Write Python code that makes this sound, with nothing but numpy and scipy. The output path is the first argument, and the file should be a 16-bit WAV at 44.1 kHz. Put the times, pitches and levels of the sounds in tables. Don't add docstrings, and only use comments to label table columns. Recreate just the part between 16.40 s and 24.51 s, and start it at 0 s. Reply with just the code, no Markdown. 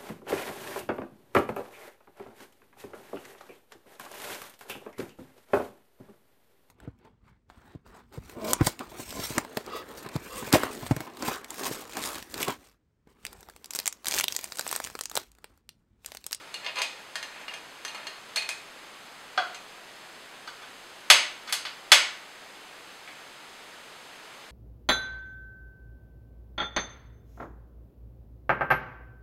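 import sys
import numpy as np
from scipy import signal
from scipy.fft import rfft, irfft
from scipy.io import wavfile
from scipy.ndimage import uniform_filter1d

SR = 44100
rng = np.random.default_rng(int(sys.argv[2]) if len(sys.argv) > 2 else 0)


def dump_mix(stems):
    frames = np.atleast_2d(stems).T
    limited = np.clip(frames, -1, 1)
    pcm = np.round(limited * 32767).astype(np.int16)
    wavfile.write(sys.argv[1], SR, pcm)


N = 357631

# hz, level_db (per Hz)
HISS = [(20, -11.5), (50, -21.5), (100, -12.5), (200, -6), (400, -2), (800, -0.5), (1600, -1), (3000, -4),
        (5000, -8.5), (6400, -9.5), (8000, -14.5), (11000, -20.5), (14000, -24.5), (16000, -33)]
HISS_DB = -47
# pitch_hz, level_db (rms)
HUM = [(32.3, -85.5)]

# pitch_1_hz, pitch_2_hz.
TAPS = [(0.1415, 0.0023, -43, -9, 3.5, -5, 4250, 2857),
        (0.2458, 0.00578, -46, -10, -5.5, -14.5, 2300, 5370),
        (0.2632, 0.004315, -36, -21, -7, -29.5, 3650, 2170),
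        (0.3576, 0.00232, -44, -19, -2, -10.5, 4900, 2541),
        (0.3691, 0.00826, -36.5, -19.5, -9, -21, 2550, 4273),
        (0.386, 0.00279, -41.5, -14.5, 2, -8.5, 6400, 9700),
        (0.4175, 0.0035, -32.5, -18.5, -1.5, -8, 2450, 6483),
        (0.7555, 0.002904, -39, -1.8543, 0.1173, -6, 1900, 4599),
        (0.828, 0.001455, -44, -2, 0.7026, -4.5, 6150, 3988),
        (1.0125, 0.00335, -53.5, -5.5, -7.5, -10, 2500, 1898),
        (1.0808, 0.00374, -42.5, -6.5, -7, -17.5, 2850, 5370),
        (1.1378, 0.00324, -45, -11, -7, -7.5, 3280, 6272),
        (1.4495, 0.00165, -43, 0.5, 1, 0.1779, 1900, 6190),
        (1.479, 0.003944, -46, -14.5, -1.29, -8, 4250, 2923),
        (1.546, .005, -46, 2.06, -2.5, -8.5, 1340, 2548),
        (1.6315, 0.00204, -50.5, -5.5, -13, -14, 3280, 2170),
        (1.6688, 0.001863, -43.5, -5, 0.5, -8, 1900, 4048),
        (1.959, 0.009075, -37.5, -3.5, 9.5, 1.5, 4345, 6538),
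        (1.9715, 0.002562, -34.5, -17, -19.5, -21, 2850, 2530),
        (2.0214, 0.003447, -41, -13.5, -5.6, -14, 2530, 4334),
        (2.0908, 0.000683, -36, -9, -1.5, -3.5, 2500, 7124),
        (3.1455, 0.0036, -49.5, -21.5, -3.5, -3.5, 6300, 7750)]
LANDINGS = [(2.9755, 0.0036, -36, 10.096, 0.601, -19.5, 1502, 729.2)]
KNOB = [(4.0748, 0.003204, -52, 11.5, 5.5, -8, 1571, 4615), (4.2184, 0.00871, -54, -2, -7, -20, 1250, 1500),
        (5.0736, 0.00821, -49, 3, 4.1634, -9.5, 2905, 1500),
        (5.093, 0.004486, -43.5, -18, -14.5, -13, 2186, 11770),
        (5.1243, 0.0037, -35, -5, 4, 1.5, 4616, 8900), (5.251, 0.00594, -40.5, -5, -0.752, -17, 2154, 4908),
        (6.6766, 0.00065, -49, -11, -15.5, -24, 2250, 2508)]
SNAPS = [(4.7008, 0.0050854, -16, -9.5, -3, -6.5, 1246, 635.6),
         (5.5178, .0057, -16.5, -8.5, -2, -6.5, 1223, 622.2)]

# start_s, length_s, level_db (rubbing, at the middle of the turn)
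TURNS = [(0.219, 0.08864, -42.5), (0.353, 0.07436, -35.5), (0.848, 0.2122, -50.5), (1.09, 0.0745, -46.5),
         (1.487, 0.1653, -48.5), (1.981, 0.07117, -48.5)]
TURN_ENDS_DB = -15

# pitch_hz, level_db (relative), t60_s (held to 0.005-0.07 in use)
POT = [(660, -8, .04), (930, -8, .03), (1340, -6, .03), (1860, -4, .04), (2170, -4, .03), (2530, -4, .03),
       (2850, -4, .03), (3280, -5, .04), (3650, -5, .03), (4200, -7, .03), (4345, -6, .045),
       (4900, -8, .02), (5370, -7, .03), (6150, -7, .03), (6350, -7, .03), (6600, -7, .04), (7300, -9, .02),
       (7750, -9, .02), (8790, -10, .015), (9700, -10, .015)]
GRATE = [(561, -15, 0.0385), (744.41, 2, 0.02676), (855.8, -10, 0.01858), (1105.7, -23, 0.0296),
         (1244.6, -9.5, 0.0332), (1481.9, -11.5, 0.02605), (1564, 0, 0.0296), (1655.6, -4.5, 0.02392),
         (2077.8, 2.5, 0.01938), (2472.2, 5, 0.00695), (3038.3, -15.5, .03), (3384.5, 3.5, 0.01741),
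         (4548, 0.5, 0.01212), (5144, -15, .02), (6716, 2, 0.02013)]
STOVE = [(635.56, -6, 0.15), (1303.9, -6.5, 0.05306), (1561.8, -3, 0.05), (1770.1, -6.5, 0.0545),
         (1996.9, -9.5, 0.0398), (2269, 7.5, 0.01311), (2577.4, -10.5, 0.0187), (3037.4, -3.5, 0.0472),
         (3214, -13.5, 0.0218), (3473, -2, 0.0361), (3746.4, -13.5, 0.042), (4535.6, -6.5, 0.038),
         (4848.8, -3.5, 0.02443), (5640, -4, 0.039), (6200, -11, 0.015), (6587, 16, 0.00441),
         (7394, -1, 0.01316), (7920, 5, 0.01785), (12300, -9.5, .015)]

# from_hz, to_hz
OCTAVES = [(450, 900), (900, 1800), (1800, 3500), (3500, 6000), (6000, 12000)]
BODY_PER_WEIGHT = 0.3413
USUAL_DB = -45

# hz, t60_s
KITCHEN = [(300, 0.6122), (700, 0.45254), (1500, 0.472), (3000, 0.4443), (6000, 0.3947), (9000, 0.3522),
           (12000, 0.20815), (15000, 0.26927)]
# pitch_hz, width_hz, level_db
PORT = [(5710, 420, -13), (6900, 170, -13), (15020, 600, -9)]
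EDGE_HZ = 15790


def amp(db):
    return 10 ** (np.asarray(db) / 20)


def evened(x):
    return x / np.sqrt(np.mean(x ** 2) + 1e-20)


def read(points, hz):
    point_hz, value = np.transpose(points)
    return np.interp(np.log(hz + 1), np.log(point_hz + 1), value)


def add(mix, start_s, sound):
    part = mix[round(start_s * SR):][:len(sound)]
    part += sound[:len(part)]


def hiss(patchy_db, swell_db):
    frames, hz = N // 512 + 5, np.fft.rfftfreq(2048, 1 / SR)
    real, imag, patches = rng.standard_normal((frames, 1025, 3)).T
    swell = evened(uniform_filter1d(patches[0], size=20))
    patches = uniform_filter1d(patches, size=24, axis=0)
    patches = evened(uniform_filter1d(patches, size=6, axis=1))
    level_db = read(HISS, hz)[:, None] + patchy_db * patches + swell_db * swell
    spectra = (real + 1j * imag) * amp(level_db)
    noise = signal.istft(spectra, nperseg=2048, noverlap=1536)[1][:N]
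    return amp(HISS_DB) * evened(noise)


def hum():
    t = np.arange(N) / SR
    return sum(amp(db) * np.sqrt(2) * np.sin(2 * np.pi * hz * t) for hz, db in HUM)


def chatter(contact_s, rise, size):
    u = np.arange(1, size + 1) / SR / max(contact_s, 1e-4)
    fade = (1 - np.exp(-u / rise)) * np.exp(-u)
    burst = rng.standard_normal(size) * fade
    for _ in range(6):
        spectrum = rfft(burst)
        burst = irfft(spectrum / (abs(spectrum) + 1e-12), size)
        eighth_peak = np.sort(abs(burst))[-8]
        burst = np.clip(fade.max() * burst / eighth_peak, -fade, fade)
    return burst


def ringing(modes, size, favoured_hz, favour_db):
    hz, db, t60 = np.transpose(modes)[:, :, None]
    t = np.arange(size) / SR
    spot_db = 3 * rng.standard_normal(hz.shape)
    nearness = np.exp(-(np.log(hz / np.array(favoured_hz)) / .05) ** 2)
    spot_db += favour_db * nearness.max(1, keepdims=True)
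    t60 = np.clip(t60, .005, .07)
    return (amp(db + spot_db - 60 * t / t60) * np.sin(2 * np.pi * hz * t)).sum(0)


def coloured(x, points):
    log_gain = np.log(amp(read(points, abs(np.fft.fftfreq(1024, 1 / SR)))))
    response = np.exp(np.conj(signal.hilbert(log_gain)))
    impulse = np.fft.ifft(response).real[:512]
    return signal.oaconvolve(x, impulse)[:len(x)]


def octave_db(x):
    power = abs(rfft(x)) ** 2 * 2 / len(x) / (SR / 40)
    hz = np.fft.rfftfreq(len(x), 1 / SR)
    return np.array([10 * np.log10(power[(hz > lo) & (hz < hi)].sum() + 1e-20) for lo, hi in OCTAVES])


def blows(table, modes, rise, favour_db, thump_db, top_db, crack_db, body_db, crack_per_db=0):
    out, size = np.zeros(N), 4096
    centres_hz = np.sqrt(np.prod(OCTAVES, 1))
    for start_s, contact_s, db, weight_db, bright_db, edge_db, *favoured_hz in table:
        crack = chatter(contact_s, rise, size)
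        ring = signal.fftconvolve(crack, ringing(modes, size, favoured_hz, favour_db))[:size]
        crack_gain = amp(crack_db + crack_per_db * (db - USUAL_DB))
        sound = evened(ring) + crack_gain * evened(crack)

        wanted_db = np.array([body_db + BODY_PER_WEIGHT * weight_db, weight_db, 0, bright_db, edge_db])
        lift = wanted_db - octave_db(sound)
        low, high = lift[0], lift[-1] + top_db
        colour = [(40, low + thump_db), (200, low - 22), (450, low - 9)]
        colour += list(zip(centres_hz, lift))
        colour += [(12000, high), (16000, high - 18)]
        sound = coloured(sound, colour)
        add(out, start_s, amp(db - octave_db(sound)[2]) * sound)
    return out


def pot_taps():
    return blows(TAPS, POT, rise=.06, favour_db=9, thump_db=-25, top_db=-9,
                 crack_db=0.5, body_db=-12.5, crack_per_db=0.6741)


def thread(slips_per_s, spread_db):
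    out = np.zeros(N)
    colour = [(100, -46), (400, -11), (1000, 1), (2500, -3), (4500, -9.0), (8000, -16)]
    for start_s, length_s, db in TURNS:
        u = np.arange(0, length_s, 1 / SR) / length_s
        chance, strength = rng.random(len(u)), rng.exponential(1, len(u))
        slips = (chance < slips_per_s / SR) * amp(spread_db * np.minimum(strength, 3))
        damping = np.exp(-np.arange(2048) / SR / .002)
        body = ringing(POT, 2048, [2500], 6) * damping
        rubbed = coloured(signal.fftconvolve(slips, body)[:len(u)], colour)
        swell = amp(db + TURN_ENDS_DB * (2 * u - 1) ** 2)
        add(out, start_s, swell * evened(rubbed) * signal.windows.tukey(len(u), .2))
    return out


def pot_landing():
    return blows(LANDINGS, GRATE, rise=0.41, favour_db=7.5, thump_db=-36.5, top_db=-10.5,
                 crack_db=4, body_db=-1)


def knob_clicks():
    return blows(KNOB, STOVE, rise=.3, favour_db=10.5, thump_db=-24, top_db=-4,
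                 crack_db=7, body_db=-15, crack_per_db=.7)


def igniter_snaps():
    return blows(SNAPS, STOVE, rise=0.09957, favour_db=5.5, thump_db=-27.5, top_db=-8,
                 crack_db=9.5, body_db=-13)


def kitchen(x, wet_db, first_s, near_db):
    echoes = np.zeros(SR)
    at = np.arange(0, SR - 16, 16)
    echoes[at + rng.integers(0, 16, len(at))] = rng.choice([-1., 1.], len(at))
    hz, t, spectra = signal.stft(echoes, SR, nperseg=256)
    decay = amp(-60 * t / read(KITCHEN, hz)[:, None])
    tail = signal.istft(spectra * decay, SR, nperseg=256)[1][:SR]
    t = np.arange(SR) / SR
    onset = 1 - np.exp(-(t / first_s) ** 2)
    tail *= onset * amp(near_db * np.exp(-t / 0.0205))
    return x + amp(wet_db) * signal.fftconvolve(x, tail / np.linalg.norm(tail))[:N]


def scene():
    room = hiss(patchy_db=.3, swell_db=.15) + hum()
    assembling = pot_taps() + thread(slips_per_s=2000, spread_db=2.5)
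    in_hand = kitchen(assembling, wet_db=0.0, first_s=0.001965, near_db=5.5)
    stove_sounds = pot_landing() + knob_clicks() + igniter_snaps()
    on_stove = kitchen(stove_sounds, wet_db=3.0, first_s=0.0019234, near_db=6)
    return (in_hand + on_stove + room)[None]


def record(dry):
    for hz, width_hz, db in PORT:
        w, a = 2 * np.pi * hz / SR, amp(db / 2)
        q = np.sin(w) * width_hz / hz / 2
        zeros = [1 + q * a, -2 * np.cos(w), 1 - q * a]
        poles = [1 + q / a, -2 * np.cos(w), 1 - q / a]
        dry = signal.lfilter(zeros, poles, dry)
    held = np.clip(dry, -.95, .95)
    lowpass = signal.firwin(511, EDGE_HZ, window=("kaiser", 9), fs=SR)
    return signal.oaconvolve(held, lowpass[None], "same")


dry = scene()
out = record(dry)
dump_mix(out)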